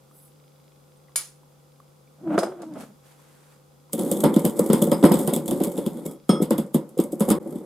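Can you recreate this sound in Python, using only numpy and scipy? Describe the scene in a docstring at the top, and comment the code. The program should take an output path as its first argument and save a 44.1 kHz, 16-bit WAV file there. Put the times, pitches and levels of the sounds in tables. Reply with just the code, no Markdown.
"""A stone kitchen counter in a room with a humming appliance and a ticking lens drive: filtered noise, sines, pulses.
Sugar slides off a spoon into a brass mortar as hissing grains, then the spoon drops into a glass bowl and rings.
The pestle is dragged up, a wavering stick-slip tone, then pounds and grinds: thuds come through the counter and
rattle the bowl, crystals crack in the treble, the brass rings. Late in the pounding the level dips briefly."""
import sys
import numpy as np
from scipy import signal
from scipy.fft import rfft, irfft, next_fast_len
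from scipy.io import wavfile
from scipy.ndimage import map_coordinates

SR = 44100
rng = np.random.default_rng(int(sys.argv[2]) if len(sys.argv) > 2 else 0)


def generate_wav(sig):
    """Save sig (samples, or channels by samples) to the path in sys.argv[1] as 16-bit PCM at SR."""
    pcm = np.round(np.clip(np.atleast_2d(sig).T, -1, 1) * 32767).astype(np.int16)
    wavfile.write(sys.argv[1], SR, pcm)


N = 337365
T = np.arange(round(.3 * SR)) / SR  # time axis of one event [s]

# grinding pressure: (time [s], rumble level [dB])
PRESSURE = [(3.9, -66), (3.986, -25), (4.2, -28.5), (4.5, -32), (4.76, -28), (5.0, -32.5), (5.218, -22.5),
            (5.324, -36.5), (5.618, -28.5), (5.68, -31), (5.994, -35), (6.116, -36.5), (6.26, -66),
            (6.346, -37.5), (6.638, -52.5), (6.834, -51), (7.064, -50), (7.172, -40.5), (7.284, -30),
            (7.4, -39), (7.514, -35), (7.65, -40)]
# damped mortar modes: (frequency [Hz], width [Hz], level [dB])
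CUP_MODES = [(2200, 70, -12), (3120, 70, -11), (3400, 200, -8), (5020, 90, -12), (8020, 40, -1),
             (8530, 90, -3), (9650, 40, 1), (10100, 50, 0), (11300, 200, -8), (12750, 120, -3),
             (13200, 80, -5)]
# colour of scraping and knocking: (frequency [Hz], level [dB per Hz])
RASP_SPECTRUM = [(80, -67.5), (240, -15), (400, -2), (629, 3), (980, -10.5), (1410, -10), (1780, -22.5),
                 (3460, -33.5), (4000, -38.5), (5200, -73), (8800, -120)]
# brief dip: (start [s], end [s])
DIP = (7.387, 7.398)


def amp(db):
    """Decibels to gain."""
    return np.exp(np.asarray(db) * np.log(10) / 20)


def unit(x):
    """Scaled to rms 1."""
    return x / np.sqrt(np.mean(x ** 2) + 1e-20)


def along(points, hz):
    """Interpolates (Hz, value) points on a log axis."""
    point_hz, values = np.transpose(points)
    return np.interp(np.log(hz + 1), np.log(point_hz + 1), values)


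def curves(rows):
    """One value per sample for each column after the time."""
    time_s, *columns = np.transpose(rows)
    return [np.interp(np.arange(N) / SR, time_s, column) for column in columns]


def gate(rows):
    """1 inside the table's time span, with 14 ms fades."""
    t = np.arange(N) / SR
    fade_s = 0.014
    return np.clip(np.minimum(t - rows[0][0], rows[-1][0] + fade_s - t) / fade_s, 0, 1)


def level(rows, column=0):
    """Gain from a dB column of a table, silent outside its time span."""
    return gate(rows) * amp(curves(rows)[column])


def swell(rows, rise_db_per_s, fall_db_per_s):
    """Gain that climbs to each (time [s], held [s], level [dB]), holds and falls, straight in dB."""
    t = np.arange(N) / SR
    gain = np.zeros(N)
    for s, held_s, db in rows:
        rise_db = rise_db_per_s * np.clip(s - t, 0, 1)
        fall_db = fall_db_per_s * np.clip(t - s - held_s, 0, 1)
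        gain += amp(db - rise_db - fall_db)
    return gain


def wobble(rate_hz):
    """A smooth random curve with rate_hz knots a second."""
    coarse = np.arange(0, N + 32, 32)
    knots = rng.standard_normal(int(N * rate_hz / SR) + 4)
    return np.interp(np.arange(N), coarse, map_coordinates(knots, [coarse * rate_hz / SR]))


def filtered(x, response):
    """x through a complex response of frequency."""
    size = next_fast_len(N + SR // 2)
    return irfft(rfft(x, size) * response(np.fft.rfftfreq(size, 1 / SR)), size)[..., :N]


def coloured(x, spectrum):
    """A causal, minimum-phase colour that keeps the rms of white noise."""
    size = 8192
    cepstrum = irfft(np.log(amp(along(spectrum, np.fft.rfftfreq(size, 1 / SR))) + 1e-6))
    cepstrum[1:size // 2] *= 2
    cepstrum[size // 2 + 1:] = 0
    pulse = irfft(np.exp(rfft(cepstrum)))
    return signal.fftconvolve(x, pulse[None] / np.linalg.norm(pulse), axes=1)[:, :N]


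def resonant(modes):
    """Response of (Hz, width, dB) resonances, alternating in sign."""
    def response(f):
        total = 0
        for k, (hz, width_hz, db) in enumerate(modes):
            damping = 1j * f * width_hz
            total = total + (-1) ** k * amp(db) * damping / (hz * hz - f * f + damping)
        return total
    return response


def spread(length, alike):
    """Two channels of noise that share part of their motion; alike is their correlation."""
    turn = np.arccos(np.clip(alike, -1, 1)) / 2
    mid, side = rng.standard_normal((2, length))
    return np.array([np.cos(turn) * mid + np.sin(turn) * side, np.cos(turn) * mid - np.sin(turn) * side])


def add(out, s, sound):
    """Adds an event at time s; one begun before the dip ends where the dip starts."""
    if s < DIP[0]:
        sound = sound * (s + T < DIP[0])
    out[:, round(s * SR):][:, :len(T)] += sound


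def bursts(rows, tail_db, tail_t60_s, alike, rise, push=0.):
    """Each (s, dB, t60) gives a push, a puff of noise and the kitchen's longer answer; rise is a share of t60."""
    out = np.zeros((2, N + len(T)))
    for s, db, t60_s in rows:
        puff = amp(-60 * T / t60_s) * (1 - np.exp(-T / (rise * t60_s)))
        tail = amp(tail_db - 60 * T / tail_t60_s) * (1 - np.exp(-T / 0.0066))
        sound = (puff + tail) * spread(len(T), alike)
        sound[:, round(rise * t60_s * SR)] += push  # one sample
        add(out, s, amp(db) * sound)
    return out[:, :N]


def rings(rows, modes, scatter_db):
    """Each (s, dB, hold, tilt) blow rings modes of random strength until damped; random wavering roughens them."""
    out = np.zeros((2, N + len(T)))
    for s, db, hold_s, tilt_db in rows:
        damping = amp(-900 * np.maximum(T - hold_s, 0))
        for hz, mode_db, t60_s in modes:
            size, pan = rng.standard_normal(2)
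            knots = np.linspace(0, T[-1], num=40)
            waver, drift = (np.interp(T, knots, v) for v in rng.standard_normal((2, len(knots))))
            start_db = db + mode_db + scatter_db * size + tilt_db * np.log2(hz / 8500)
            decay = amp(-60 * T / t60_s) + amp(-17 - 60 * T / .33)  # the room carries each mode on
            fade = amp(start_db + 3.5 * waver) * decay * damping * (1 - np.exp(-T / .001))
            phase = 2 * np.pi * hz * T + 1.3 * drift + [[.3 * pan], [-.3 * pan]]
            add(out, s, fade * np.sin(phase))
    return out[:, :N]


def grains(rate_hz, spiky_db, life_s, alike):
    """Noise of rms 1 made of short decaying snaps of very unequal size over a steady floor."""
    snap_db = spiky_db * np.minimum(rng.exponential(size=N), 4)
    snaps = (rng.random(N) < rate_hz / SR) * amp(snap_db)
    shape = signal.lfilter([1], [1, -np.exp(-1 / (life_s * SR))], snaps)
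    return unit((shape + 1.28 * shape.mean()) * spread(N, alike))


def kitchen():
    """Stereo noise for room air and hiss, wavering sines for a hum, resonant noise for a whine, pulses for a lens."""
    # air colour: (frequency [Hz], level [dB per Hz])
    air_spectrum = [(12, -66), (20, -12), (91, -12), (117, -26), (151, -9.5), (195, -9), (427, -11.5),
                    (506, -12), (651, -16.5), (1350, -19.5), (1690, -30), (3420, -29.5), (12100, -29.5),
                    (15100, -34.5), (16500, -54.5)]
    # (frequency [Hz], left-right likeness)
    air_alike = [(60, 0.66), (240, 0.26), (950, 0.072), (3770, 0.33), (15000, 0.033)]
    # appliance: (frequency [Hz], level [dB])
    hum_tones = [(145.3, -57.5), (500.6, -68.5), (532.9, -70.5), (807.5, -76.5)]
    # lens drive: (time [s], tick level [dB])
    lens_ticks = [(0, -39), (.4, -28.5), (2.3, -36.5), (3.9, -35), (6.2, -27), (6.4, -46), (7.65, -49)]
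    # lens drive modes: (frequency [Hz], width [Hz], level [dB])
    lens_modes = [(2230, 340, -2), (3391, 220, -0.5), (3900, 300, -3), (4958, 60, 3)]

    def mid_side_response(hz):
        turn = np.arccos(np.clip(along(air_alike, hz), -1, 1)) / 2
        return amp(along(air_spectrum, hz)) * [np.cos(turn), np.sin(turn)]

    mid, side = filtered(rng.standard_normal((2, N)), mid_side_response)
    air = amp(-59 + 0.23 * wobble(1)) * unit(np.array([mid + side, mid - side]))
    t = np.arange(N) / SR
    hum = np.zeros(N)
    for hz, db in hum_tones:
        gain = np.sqrt(2) * amp(db + 0.48 * wobble(3.09))
        hum += gain * np.sin(2 * np.pi * hz * t + 0.66 * wobble(15))
    ticks = np.zeros(N)
    tick_s = np.arange(.0, N / SR - .01, 1 / 25)
    ticks[(tick_s * SR).astype(int)] = amp(2 * rng.standard_normal(len(tick_s)))
    lens = amp(curves(lens_ticks)[0]) * filtered(ticks, resonant(lens_modes))
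    whine = amp(-58) * filtered(rng.standard_normal(N), resonant([(4958, 30, 2), (3391, 40, 0)]))
    return air + whine + hum * amp([[1.3], [-1.3]]) + lens


def handling():
    """Small dull taps of fingers, spoon and bowl: short decaying sines with a little noise."""
    # (time [s], peak level [dB], frequency [Hz])
    taps = [(0.1121, -49.5, 1210), (0.9722, -55, 8600), (1.0849, -53, 2000), (1.094, -51, 1100),
            (1.4322, -50.5, 970), (1.8018, -41.5, 1150), (2.075, -56, 2330), (2.9875, -61, 1060),
            (3.1936, -48.5, 990), (3.897, -47, 980)]
    out = np.zeros((2, N + len(T)))
    for s, db, hz in taps:
        ping = np.sin(2 * np.pi * hz * T) + .12 * spread(len(T), .8)
        add(out, s, amp(db - 60 * T / 0.023) * ping)
    return out[:, :N]


def pouring():
    """A stream of fine sugar grains hisses on the brass and feeds its narrow modes."""
    # sugar falling on brass: (time [s], held [s], level [dB])
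    pours = [(.16, 0.094, -63.5)]
    gain = swell(pours, rise_db_per_s=280, fall_db_per_s=230)
    stream = gain * grains(rate_hz=9400, spiky_db=8.0, life_s=0.00035, alike=0.73)
    hiss = coloured(stream, [(6000, -35), (8000, -2), (10500, 3), (14500, 2), (16500, -26)])
    narrow = [(hz, 25, db) for hz, width_hz, db in CUP_MODES if 7000 < hz and width_hz < 85]
    return amp(4.5) * hiss + amp(23.5) * filtered(stream, resonant(narrow))


def metal():
    """Hard contacts clatter and knock as noise bursts; spoon, glass bowl and mortar wall ring in decaying modes."""
    # spoon, bowl and pestle: (time [s], clatter level [dB], t60 [s], knock over clatter [dB])
    clinks = [(1.1582, -16, 0.01, -47), (2.3777, -35, 0.066, 26), (2.3867, -30, 0.084, 1),
              (2.431, -35, 0.061, 17), (2.6186, -42.5, 0.027, -4), (2.7377, -48, 0.014, -6),
              (2.7862, -50, 0.023, 9), (2.81, -48, .04, 10.5)]
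    # (frequency [Hz], level [dB per Hz])
    clatter_spectrum = [(400, -11.5), (1200, -1.5), (2500, -5), (5000, 0), (8000, -0.5), (11000, -3.5),
                        (13500, -13.5), (16500, -25)]
    # the spoon lands: (time [s], level [dB], hold until damped [s])
    drops = [(1.159, -16, .5)]
    # the bowl is jolted: (time [s], level [dB], tilt [dB per octave])
    rattles = [(1.16, -21, 5), (2.387, -32, -8), (2.433, -39, -8), (4.251, -31, 3), (4.463, -36, 4),
               (4.735, -38, 0), (4.928, -29, 3), (5.052, -25, 5), (5.12, -30, 6), (5.208, -38, 7),
               (5.287, -37, 3), (5.362, -38, 6), (5.52, -43, 4), (7.127, -47, 8), (7.206, -41, 5),
               (7.315, -31, 6)]
    # pestle on the wall: (time [s], level [dB], hold until damped [s])
    strikes = [(6.0805, -58.5, 0.13), (6.2921, -28, 0.13)]
    # modes of spoon, bowl and mortar wall: (frequency [Hz], level [dB], t60 [s])
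    spoon_modes = [(2261, -20, .12), (2993, -26, .15), (4300, -14, .04), (6390, -22, .25), (6914, -4, .08),
                   (8285, -26, .2), (10090, -18, .12), (10283, -4, .12), (10740, -11, .1),
                   (13260, -18, .09), (14800, -20, .1)]
    bowl_modes = [(2261, -34, .08), (3390, -20, .05), (5015, -8, .11), (8540, -1, .07), (10283, -6, .08),
                  (12630, -10, .08)]
    wall_modes = [(1265, 2, .4), (2180, -14, .21), (3316, -3, .28), (5168, -9, .35), (5200, -12, .3),
                  (5335, -7, .35), (6498, -17, .2), (6665, -16, .12), (8296, -18, .2), (8816, 4, .12),
                  (10680, -22, .25)]

    clatter = bursts([(s, db, t60_s) for s, db, t60_s, _ in clinks],
                     tail_db=-13, tail_t60_s=0.31, alike=0.35, rise=0.016)
    knock = bursts([(s, db + over_db, .03) for s, db, _, over_db in clinks],
                   tail_db=-6, tail_t60_s=0.1, alike=.93, rise=0.033, push=5.2)
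    spoon = rings([(s, db, hold_s, 0) for s, db, hold_s in drops], spoon_modes, scatter_db=1)
    # a 0.5 s hold outlasts the event: the bowl stays undamped
    bowl = rings([(s, db, .5, tilt_db) for s, db, tilt_db in rattles], bowl_modes, scatter_db=1.5)
    wall = rings([(s, db, hold_s, 0) for s, db, hold_s in strikes], wall_modes, scatter_db=1)
    return coloured(clatter, clatter_spectrum) + coloured(knock, RASP_SPECTRUM) + spoon + bowl + wall


def dragging():
    """Unsteady stick-slip gives a wavering low tone over rasp and rumble; fingers slide along as soft grains."""
    # the pestle scrapes over stone: (time [s], rasp level [dB], rumble level [dB])
    scrape = [(2.17, -65, -57), (2.27, -46.5, -37), (2.33, -26, -31), (2.38, -32.5, -29),
              (2.41, -26.5, -48), (2.446, -30, -41.5), (2.58, -49, -54), (2.622, -39.5, -51),
              (2.678, -60, -46), (2.768, -39.5, -37), (3.0, -77, -66)]
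    # the pestle chatters over stone: (time [s], slip rate [Hz], level [dB])
    drag = [(2.2, 320, -56), (2.246, 347.4, -38.5), (2.296, 304, -24.5), (2.362, 310.5, -23),
            (2.41, 346.6, -35), (2.49, 348.5, -36.5), (2.56, 359.3, -43), (2.74, 300, -39)]
    # skin on brass: (time [s], held [s], level [dB])
    slides = [(2.334, 0.014, -54.5), (2.812, 0.0091, -48.5), (2.785, .01, -59), (3.06, 0.065, -57.5),
              (3.2, 0.35, -61.5)]
    # (frequency [Hz], level [dB per Hz])
    skin_spectrum = [(1500, 7), (3000, 0.5), (5500, -3), (8000, 0.5), (12000, -2.5), (15000, -12),
                     (16500, -30)]

    slip_hz, slip_db = curves(drag)
    phase = 2 * np.pi * np.cumsum(slip_hz * (1 + 0.038 * wobble(60))) / SR
    slips = np.sin(phase)
    for k in (2, 3):
        slips += amp(-9 * k + 4 * wobble(30)) * np.sin(k * phase + wobble(40))
    tone = gate(drag) * np.sqrt(2) * amp(slip_db + 2.5 * wobble(70)) * slips
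    rasp = level(scrape) * grains(rate_hz=260, spiky_db=7.5, life_s=0.0054, alike=0.82)
    rumble = level(scrape, column=1) * spread(N, 0.95)
    rumble_spectrum = [(40, -28), (100, -8.0), (200, 11.0), (280, 7.5), (500, -52.0)]
    skin_gain = swell(slides, rise_db_per_s=370, fall_db_per_s=240)
    skin = skin_gain * grains(rate_hz=2300, spiky_db=-9, life_s=0.0014, alike=0.44)
    scraping = coloured(rasp, RASP_SPECTRUM) + coloured(rumble, rumble_spectrum)
    return tone + scraping + coloured(skin, skin_spectrum)


def counter():
    """Blows and grinding pressure shake the stone as low noise; hard blows also knock higher."""
    # blows felt in the counter: (time [s], level [dB])
    thuds = [(3.932, -12.5), (3.99, -15.5), (4.112, -8), (4.186, -21), (4.235, 2.5), (4.248, -6),
             (4.314, -17.5), (4.362, -4.5), (4.442, -8), (4.453, -6), (4.59, -3), (4.657, -14), (4.697, -2),
             (4.73, -1), (4.817, -5), (4.871, -9.5), (4.916, -1), (5.025, -6.5), (5.036, 3.5), (5.051, 0.5),
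             (5.109, -1), (5.138, -6), (5.198, -13.5), (5.276, -3), (5.326, -10), (5.36, -10.5),
             (5.389, -21), (5.481, -11), (5.513, -8), (5.604, -7.5), (5.67, -16), (5.778, -10),
             (5.861, -12.5), (6.053, -17), (6.291, -2), (6.324, -10.5), (6.399, -11), (6.416, -7.5),
             (6.506, -2), (6.582, -8.5), (6.742, -7), (6.754, -10), (6.968, -19), (6.989, -7.5),
             (7.04, -19.5), (7.126, -17), (7.204, -3), (7.281, -5), (7.301, 0), (7.456, -20.5),
             (7.522, -20), (7.554, -20.5)]
    # colours of thud and knock: (frequency [Hz], level [dB per Hz])
    thud_spectrum = [(20, -85), (50, -25), (80, -21.5), (110, -29), (155, -2), (218, 2.5), (273, -2),
                     (330, 1.5), (426, -7.5), (494, -3.5), (573, -4.5), (640, -23), (720, -16),
                     (1400, -54.5), (2500, -87)]
    knock_spectrum = [(530, -19), (900, 11.5), (1270, 3), (1670, -8), (2140, -6), (3000, -32), (3900, -45),
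                      (6600, -120)]
    t60_s, softer_longer = 0.0372, 0.19  # at 0 dB; dB of extra length per dB softer
    knock_db, knock_grows = -22, 1.68  # knock of a 0 dB blow; it grows faster than the thud

    blows = bursts([(s, db, t60_s * amp(-softer_longer * db)) for s, db in thuds],
                   tail_db=-16.5, tail_t60_s=0.34, alike=0.96, rise=0.0833, push=3.16)
    knocks = bursts([(s, knock_db + knock_grows * db, t60_s) for s, db in thuds],
                    tail_db=-7, tail_t60_s=0.34, alike=0.64, rise=0.1)
    rumble = level(PRESSURE) * grains(rate_hz=150, spiky_db=0, life_s=0.017, alike=0.91)
    return coloured(blows + rumble, thud_spectrum) + coloured(knocks + amp(-20) * rumble, knock_spectrum)


def singing(x):
    """Each mode of the cup is fed unevenly as the point of contact wanders."""
    out = np.zeros_like(x)
    for hz, width_hz, db in CUP_MODES:
        feed = x * amp(db + 5 * wobble(12))
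        out += signal.lfilter(*signal.iirpeak(hz, hz / width_hz, SR), feed)
    return out


def crystals():
    """Sugar and spice crack in noise snaps, crumble in clumps of grains and set the damped cup singing."""
    # breaking crystals: (time [s], snap level [dB], body over snap [dB])
    cracks = [(3.9317, -13.5, -18), (3.9751, -47, -25), (3.992, -23, -12), (4.05, -28, -25),
              (4.1146, -11, -33), (4.173, -23, -37), (4.204, -17.5, -40), (4.239, -14, -3),
              (4.341, -23, -11), (4.3626, -21, -5), (4.394, -24.5, -26), (4.4509, -9, -13),
              (4.496, -31, -26), (4.5703, -39, -30), (4.5921, -12.5, -18), (4.6411, -30, -29),
              (4.6602, -23, -17), (4.7012, -27, 5.5), (4.7314, -9, -11), (4.818, -22, -9),
              (4.8231, -10, -37), (4.8711, -25, -23), (4.9164, -17.5, -3), (4.9285, -35, -28),
              (5.0279, -28.5, 9), (5.0408, -17.5, 0), (5.051, -17, -3), (5.118, -16.5, -1.5),
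              (5.141, -16, -17), (5.1904, -18.5, -14), (5.2756, -14, -8), (5.3362, -10.5, -31),
              (5.362, -15.5, -11), (5.458, -26, -35), (5.4793, -20, -14), (5.5099, -18.5, -9),
              (5.6024, -28, -1.5), (5.6364, -14, -13.5), (5.7222, -32.5, -38), (5.768, -30, -29),
              (5.777, -24.5, -6), (5.863, -22, -8), (5.9716, -44, -26), (6.0534, -31, -33),
              (6.0634, -23.5, -33), (6.112, -30, -34), (6.2929, -19.5, 2), (6.421, -24, -19),
              (6.427, -22.5, -5), (6.437, -33, -20), (6.5069, -15, -7.5), (6.5815, -18, -10),
              (6.664, -42.5, -40), (6.744, -16, -10), (6.754, -30, -19), (6.891, -39.5, -43),
              (6.977, -31, -8), (6.9883, -28, 2), (7.0003, -21, -30), (7.038, -26.5, -36),
              (7.122, -28, -32), (7.1971, -24, -27), (7.2057, -15.5, -8.5), (7.2888, -19.5, -8),
              (7.3022, -10.5, -7), (7.5131, -51, -10), (7.557, -38, -13)]
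    # (frequency [Hz], level [dB per Hz])
    crystal_spectrum = [(2650, -46.5), (4500, -18), (5810, -12), (7020, -2.5), (8540, 0), (13000, -2),
                        (15200, -8.5), (16100, -21), (16500, -53)]
    snap_t60_s = 0.0077
    yield_s, yield_db = 0.02, 55  # they give way this long before the crack, starting this much softer
    crumble_db, crumble_t60_s = -21, 0.095
    full_db, grit_db, grit_grows = -28, -47.5, 1.5  # full pressure; its grit level; grit dB per pressure dB

    snaps = bursts([(s, db, snap_t60_s) for s, db, _ in cracks],
                   tail_db=-23, tail_t60_s=.17, alike=.85, rise=.1)
    body = bursts([(s, db + over_db, snap_t60_s) for s, db, over_db in cracks],
                  tail_db=-9, tail_t60_s=0.17, alike=0.64, rise=0.054)
    shape_db = np.minimum(yield_db * (T / yield_s - 1), -60 * (T - yield_s) / crumble_t60_s)
    crumble = np.zeros((1, N + len(T)))
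    for s, db, _ in cracks:
        add(crumble, s - yield_s, amp(db + crumble_db + shape_db))
    grit = gate(PRESSURE) * amp(grit_db + grit_grows * (curves(PRESSURE)[0] - full_db))
    clumps = unit(amp(wobble(35)))
    crunch_gain = (grit + crumble[:, :N]) * clumps
    crunch = crunch_gain * grains(rate_hz=450, spiky_db=5, life_s=.0014, alike=.75)
    body_spectrum = [(1000, 3), (2000, -18), (3400, -1.5), (4200, -10), (5200, -7), (6500, -39.0)]
    cup = amp(10) * singing(crunch + snaps)
    treble = coloured(snaps + crunch, crystal_spectrum)
    return treble + coloured(body + amp(-6.5) * crunch, body_spectrum) + cup


def scene():
    """Everything on the counter over the room."""
    return kitchen() + handling() + pouring() + metal() + dragging() + counter() + crystals()


def record(dry):
    """The microphones differ in colour, loud peaks clip softly, the level dips briefly, bass and top are cut."""
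    # (frequency [Hz], left minus right [dB])
    balance = [(60, -4.5), (180, 0.5), (550, 0), (1650, -1.5), (4970, 2), (15000, -3)]
    bass_cut_hz, top_hz = 45, 16300
    paired = filtered(dry, lambda hz: amp(along(balance, hz) * np.array([[.5], [-.5]])))
    clipped = paired / (1 + np.abs(paired) ** 12) ** (1 / 12)
    t = np.arange(N) / SR
    dipped = clipped * np.clip(np.maximum(DIP[0] - t, t - DIP[1]) / .002, .1, 1)  # down to a tenth
    return filtered(dipped, lambda hz: (1j * hz / (bass_cut_hz + 1j * hz)) ** 2 * (hz < top_hz))


dry = scene()
out = record(dry)
generate_wav(out)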